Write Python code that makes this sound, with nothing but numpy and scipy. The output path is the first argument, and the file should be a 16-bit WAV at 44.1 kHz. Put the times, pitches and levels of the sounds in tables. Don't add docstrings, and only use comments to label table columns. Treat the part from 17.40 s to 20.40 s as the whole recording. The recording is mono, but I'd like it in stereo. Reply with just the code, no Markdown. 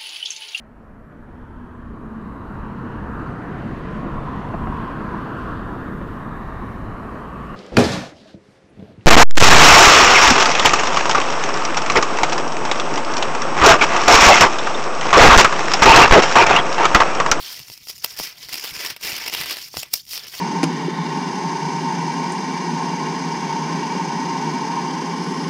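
import sys
import numpy as np
from scipy import signal
from scipy.fft import rfft, irfft
from scipy.io import wavfile
from scipy.ndimage import uniform_filter1d

SR = 44100
rng = np.random.default_rng(int(sys.argv[2]) if len(sys.argv) > 2 else 0)


def transcribe(signal):
    frames = np.atleast_2d(signal).T
    limited = np.clip(frames, -1, 1)
    pcm = np.round(limited * 32767).astype(np.int16)
    wavfile.write(sys.argv[1], SR, pcm)


def makeup_ratio(level_db):
    decades = np.asarray(level_db, float) / 20
    return 10 ** decades


N = 132300

LEAD_S, PAN_DB = .000022, 2


def evened(x):
    return x / np.sqrt(np.mean(x ** 2) + 1e-20)


def read(points, hz):
    f, value = np.transpose(points)
    return np.interp(np.log(hz + 1), np.log(f + 1), value)


def causal(db):
    log = np.log(makeup_ratio(np.concatenate([db, db[-2:0:-1]])))
    return np.fft.ifft(np.exp(np.conj(signal.hilbert(log)))).real[:len(db)]


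def shaped(points, shape):
    gain = makeup_ratio(read(points, np.fft.rfftfreq(N, 1 / SR)))
    return evened(irfft(rfft(rng.standard_normal(shape)) * gain, N))


def drift(seconds):
    width = max(round(seconds * SR), 1)
    smooth = uniform_filter1d(rng.standard_normal(N), width)
    return evened(uniform_filter1d(smooth, width))


def ports(x, lead_s, pan_db):
    size = len(x) + 64
    delay_s = 32 / SR + np.array([[-.5], [.5]]) * lead_s
    turn = np.exp(-2j * np.pi * np.fft.rfftfreq(size, 1 / SR) * delay_s)
    return irfft(rfft(x, size) * turn, size) * makeup_ratio(np.array([[.5], [-.5]]) * pan_db)


# time in seconds, effort in dB, slack of the film in dB.
PINCHES = [
    [(0, -36.5, -5), (.05, -38, 2), (.09, -39, 0), (.12, -34, -2), (.18, -37.5, 0), (.26, -45.5, 0),
     (.32, -35.5, -13.5), (.37, -47, -0.5), (.43, -49.5, -1)],
    [(.46, -44, -18), (.50, -29, -8), (.54, -47.5, 0), (.58, -43.5, -14), (.62, -47.5, 0), (.70, -37, -2.5),
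     (.76, -45.5, 4), (.83, -32, -1), (.95, -49.5, 9)],
    [(1.0, -45, 0), (1.04, -42.5, 3.5), (1.13, -39.5, 6), (1.22, -42.5, 6), (1.26, -34, 5),
     (1.31, -38.5, 3.5), (1.46, -33, 8.5), (1.51, -39.5, 8.5), (1.57, -58.5, 10)],
]
# time in seconds, effort in dB, slack of the film in dB.
TWISTS = [
    [(1.61, -47, 5.5), (1.65, -28, 4), (1.74, -36, 10), (1.81, -36, 9), (1.91, -40.5, 10), (2.01, -28.5, 7),
     (2.04, -38.5, 10), (2.12, -32, 8), (2.15, -37, 5.5)],
    [(2.24, -34.5, -2.5), (2.31, -50.5, -7), (2.35, -35, 2), (2.40, -31, -8), (2.45, -51, 12),
     (2.50, -57, 2), (2.56, -30, -13), (2.62, -49, -5.5), (2.655, -59, -10)],
    [(2.68, -39.5, -4), (2.72, -29, -16), (2.76, -34.5, 1), (2.81, -44, 5.5), (2.86, -48, 12.5),
     (2.88, -46, 1.5), (2.91, -41.5, -4.5), (2.94, -35.5, 5.5), (3, -37, -1.5)],
]


def hands():
    s, effort_db, slack_db = np.concatenate([np.array(g) for g in PINCHES + TWISTS]).T
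    t = np.arange(N) / SR
    power = makeup_ratio(2 * np.interp(t, s, effort_db))
    calm_db = 10 * np.log10(power)
    for at, peak_db, *_ in SNAPS:
        strain_s, settle_s = .005, .004
        away = np.where(t < at, (at - t) / strain_s, (t - at) / settle_s)
        power += makeup_ratio(2 * (peak_db - 24)) * np.exp(-2 * away)
    for at, peak_db, _ in CLICKS + TWIST_CLICKS:
        strain_s, settle_s = .001, .007
        near = slice(round(at * SR) - 800, round(at * SR) + 1600)
        since = t[near] - at
        away = np.maximum(-since / strain_s, since / settle_s)
        power[near] += makeup_ratio(2 * (peak_db - 18)) * np.exp(-2 * away)
    return 10 * np.log10(power), calm_db, np.interp(t, s, slack_db)


def train(per_s, size_db):
    draw = rng.random((3, N))
    happens = draw[1] < per_s / SR
    size = makeup_ratio(size_db * np.minimum(-np.log(draw[2] + 1e-9), 4.5))
    return np.sign(draw[0] - .5) * happens * size


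def crinkle(effort_db, calm_db, slack_db, count=32, places=12):
    clicks, ticks = train(per_s=9000, size_db=2.6), train(per_s=9000, size_db=3)
    patch = rng.integers(0, count, N)
    place = rng.standard_normal((count, 2))
    pans_db = PAN_DB + 3 * place[:, 1]
    t = np.arange(1024) / SR
    busy = [makeup_ratio(2.4 * drift(.04)) for _ in range(count // 4)]
    rings, wide = np.zeros((2, 2, N))
    for k, hz in enumerate(np.geomspace(200, 7000, count)):
        u = t * hz / (7 * rng.uniform(.5, 1.5))
        ring = (1 - np.exp(-4 * u)) * np.exp(-u) * np.sin(2 * np.pi * hz * t)
        ring = evened(ring) * np.sqrt(hz / 4000)
        lead_s = np.clip(LEAD_S + .15 * place[k, 0] / hz, -.001, .001)
        hits = clicks * busy[k // 4] * (patch == k)
        rings += signal.oaconvolve(hits[None], ports(ring, lead_s, pans_db[k]), axes=1)[:, :N]
    for k in range(places):
        pair = ports(np.ones(1), LEAD_S + .00015 * place[k, 0], pans_db[k])
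        wide += signal.oaconvolve((ticks * (patch % places == k))[None], pair, axes=1)[:, :N]
    tick_db = 1.5 - 1.8 * (calm_db - effort_db)
    film = evened(rings) + makeup_ratio(tick_db) * evened(wide)
    low = signal.sosfiltfilt(signal.butter(2, 3500, fs=SR, output="sos"), film)
    film = film + low * (makeup_ratio(slack_db) - 1)
    clump_db, swell_db = 1.2 * drift(.005), 2 * drift(.017)
    return film * makeup_ratio(effort_db + clump_db + swell_db)


# time in seconds, peak in dB, push of air in dB, ring of the fold in Hz, near echo in dB.
SNAPS = [(0.1128, -22, -28, 3500, 1), (0.1936, -15, -30, 3180, -8), (0.3002, -21, -19, 2200, -2),
         (0.472, -20, -24, 5230, -3), (0.4851, -17, -46, 4710, -4), (0.4999, -18, -22, 3250, 2),
         (0.6461, -8, -17, 4500, -3), (0.661, -13, -39, 3600, -9), (0.7739, -20, -31, 5000, -6),
         (0.7904, -11, -28, 4860, -10), (0.7998, -11, -12, 2000, -3), (1.2448, -17, -16, 2430, -6),
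         (1.8627, -15, -26, 5370, 0), (1.9268, -13, -28, 2660, -9), (2.1696, -12, -30, 3500, -5),
         (2.3424, -25, -6, 2130, -6), (2.3704, -7, -20, 5200, -2), (2.3783, -15, -22, 5200, -3),
         (2.4314, -12, -26, 2500, 2), (2.5396, -4, -25, 5200, -2), (2.7341, -7, -45, 4970, -14)]
# time in seconds, peak in dB, left minus right in dB.
CLICKS = [(0.1426, -21, 13), (0.1529, -26, 7), (0.1768, -28, 5), (0.2007, -20, 4), (0.2832, -25, 3),
          (0.3193, -23, 5), (0.3768, -28, 8), (0.5044, -20, 10), (0.5309, -28, 5), (0.5641, -27, 15),
          (0.5805, -26, 11), (0.6245, -29, 10), (0.707, -21, 5), (0.7198, -25, 5), (0.7388, -28, -5),
          (0.766, -26, 1), (0.812, -19, 3), (0.8336, -17, 5), (1.0285, -28, 5), (1.0867, -20, 4),
          (1.0918, -21, 6), (1.1275, -18, 3), (1.1345, -17, 5), (1.1422, -15, 1), (1.1518, -20, 4),
          (1.1553, -16, 4), (1.1665, -20, 7), (1.1767, -21, 8), (1.181, -22, 5), (1.1966, -19, 3),
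          (1.24, -20, -2), (1.2507, -19, 4), (1.3089, -24, 6), (1.3396, -17, 4), (1.3508, -21, 3),
          (1.449, -15, 0), (1.4624, -15, 5), (1.4842, -19, 4), (1.502, -19, 6), (1.5065, -20, 4),
          (1.5639, -29, -3)]
# time in seconds, peak in dB, left minus right in dB.
TWIST_CLICKS = [(1.612, -25, 2), (1.6286, -19, 3), (1.6332, -19, 5), (1.6366, -18, 0), (1.6488, -15, 2),
                (1.6591, -15, 3), (1.67, -12, 1), (1.6931, -15, -2), (1.6976, -15, 0), (1.701, -14, 1),
                (1.7192, -15, 4), (1.7317, -14, -1), (1.7407, -18, -1), (1.765, -17, 1), (1.7813, -17, 1),
                (1.799, -20, 5), (1.839, -18, 5), (1.8781, -18, 3), (1.8814, -16, 0), (1.8981, -19, 3),
                (1.9313, -17, 5), (1.9378, -15, 4), (1.9484, -13, 1), (1.968, -17, 2), (1.9733, -18, 3),
                (1.9842, -18, 5), (2.003, -11, 6), (2.0128, -11, -2), (2.0355, -19, 4), (2.059, -17, 5),
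                (2.0935, -17, 4), (2.0977, -15, 4), (2.1085, -13, 0), (2.1112, -16, 6), (2.1243, -16, 3),
                (2.1403, -19, 0), (2.1875, -21, 4), (2.2832, -29, 3), (2.5551, -15, 8), (2.5745, -19, 6),
                (2.6522, -33, 3), (2.6662, -31, 3), (2.6916, -24, 0), (2.7114, -21, 7), (2.7168, -19, 5),
                (2.7569, -18, 1), (2.7771, -17, 5), (2.8687, -24, 6), (2.8819, -24, 6), (2.926, -23, 4),
                (2.952, -22, 6)]


def snaps(colour):
    crack, t = np.zeros((2, N + 4000)), np.arange(1024) / SR
    small = CLICKS + TWIST_CLICKS
    chance = rng.standard_normal((len(SNAPS + small), 2, len(t)))
    rows = [(s, db + 1, push_db, hz, makeup_ratio(echo_db), 3.5) for s, db, push_db, hz, echo_db in SNAPS]
    for (s, db, pan_db), c in zip(small, chance[len(SNAPS):]):
        ring_hz = 3580 * np.exp(.4 * np.tanh(c[0, -1]))
        rows.append((s, db + 1.5, -36, ring_hz, 0, pan_db))
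    rise_s, fall_s, echo_s, push_hz = .0001, .0005, .0015, 1050
    shape = (1 - np.exp(-t / rise_s)) * np.exp(-t / fall_s)
    spike = (np.arange(len(t)) == 4) * [[1], [0]]
    hz, late = np.linspace(0, SR / 2, 257), round(echo_s * SR)
    for (s, peak_db, push_db, ring_hz, echo, pan_db), tear in zip(rows, chance):
        ring_db = 5 / (1 + (2 * (hz - ring_hz) / 1600) ** 2)
        fold = causal(-2.5 * np.log2(1 + hz / 4000) + ring_db)
        drive = .3 * shape * tear + np.sign(tear[1, -1]) * spike
        drive = drive + echo * np.roll(drive * [[1], [-1]], late, axis=1)
        voice = np.convolve(fold, colour[:len(t)])[None]
        noise, other = signal.fftconvolve(voice, drive, axes=1)[:, :len(t)]
        top = np.argmax(abs(noise[:40]))
        at = round(s * SR) - 32
        pair = ports(noise, LEAD_S, pan_db) + ports(.9 * other, 0, pan_db) * [[1], [-1]]
        crack[:, at - top:at - top + len(t) + 64] += makeup_ratio(peak_db) / abs(noise[top]) * pair
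        u = 2 * push_hz * (t - 44 / SR)
        push = ports(-2 * u * np.exp(-2 * u ** 2), LEAD_S, 1)
        crack[:, at - 44:at + len(t) + 20] += makeup_ratio(peak_db + push_db + 9) * push
    return crack[:, :N]


# frequency in Hz, level in dB per Hz.
MIC = [(60, -27.5), (300, -23), (1500, -14.5), (2200, -7.5), (4200, -8.5), (6800, -11), (11500, -10.5),
       (12200, -6)]
# frequency in Hz, width in Hz, boost in dB.
BODY = [(342, 120, 6.5), (930, 250, 3), (2840, 140, 4.5)]


def film_colour():
    hz = np.linspace(0, SR / 2, 2049)
    folds_db = sum(db / (1 + (2 * (hz - f) / width) ** 2) for f, width, db in BODY)
    port_db = 8.5 / (1 + (2 * (hz - 5208) / 1350) ** 4)
    return causal(read(MIC, hz) + folds_db + port_db)


def room(x):
    t, taps = np.arange(8000) / SR, rng.standard_normal((2, 8000))
    t60_s, treble_t60_s = .08, .04
    dull = signal.lfilter([.3], [1, -.7], taps)
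    tail = dull * makeup_ratio(-60 * t / t60_s) + (taps - dull) * makeup_ratio(-60 * t / treble_t60_s)
    tail = tail * (t > .003)
    return signal.fftconvolve(x, tail / np.linalg.norm(tail[0]), axes=1)[:, :N]


# frequency in Hz, level in dB per Hz.
RUMBLE = [(25, -8.5), (70, -2), (135, 2), (200, -5), (380, -14), (700, -37)]
# start in seconds, level in dB.
THUMPS = [(0.2, -46), (0.299, -50), (0.797, -36.5), (1.05, -54), (1.32, -42), (1.36, -46), (1.511, -47.5),
          (1.64, -44.5), (1.72, -46), (1.88, -49), (1.998, -44), (2.04, -48), (2.366, -33.5), (2.54, -80)]


def rumble(effort_db):
    a, b = shaped(RUMBLE, (2, N))
    same, pan_db, puff_s = .6, 6, .009
    pair = np.array([a, same * a + np.sqrt(1 - same ** 2) * b])
    pair = pair * makeup_ratio([[pan_db / 2], [-pan_db / 2]])
    t = np.arange(N) / SR
    puffs = sum(makeup_ratio(db) * np.exp(-((t - s - puff_s) / puff_s) ** 2) for s, db in THUMPS)
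    steady_db = -59 + .18 * (effort_db + 24.5) + 2.6 * drift(.02)
    return pair * (makeup_ratio(steady_db) + puffs)


# frequency in Hz, level in dB per Hz.
HUSH = [(24, -38), (40, -1), (135, -8), (402, -30), (1090, -16), (4680, -7), (14800, -18), (16000, -5)]


def hush():
    return makeup_ratio(-100) * shaped(HUSH, (2, N))


def scene():
    effort_db, calm_db, slack_db = hands()
    colour = film_colour()
    creases = crinkle(effort_db, calm_db, slack_db)
    film = signal.oaconvolve(creases, colour[None] / np.linalg.norm(colour), axes=1)[:, :N]
    film = film + snaps(colour)
    return film + makeup_ratio(-14) * room(film) + rumble(effort_db) + hush()


def low_pass(x):
    return signal.sosfilt(signal.butter(12, 16640, fs=SR, output="sos"), x)


def record(dry):
    edge = signal.firwin(151, 15700, window=("kaiser", 6), fs=SR)
    x = signal.oaconvolve(dry, edge[None], "same")
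    ceiling = 1.2
    return low_pass(ceiling * np.tanh(x / ceiling))


dry = scene()
out = record(dry)
transcribe(out)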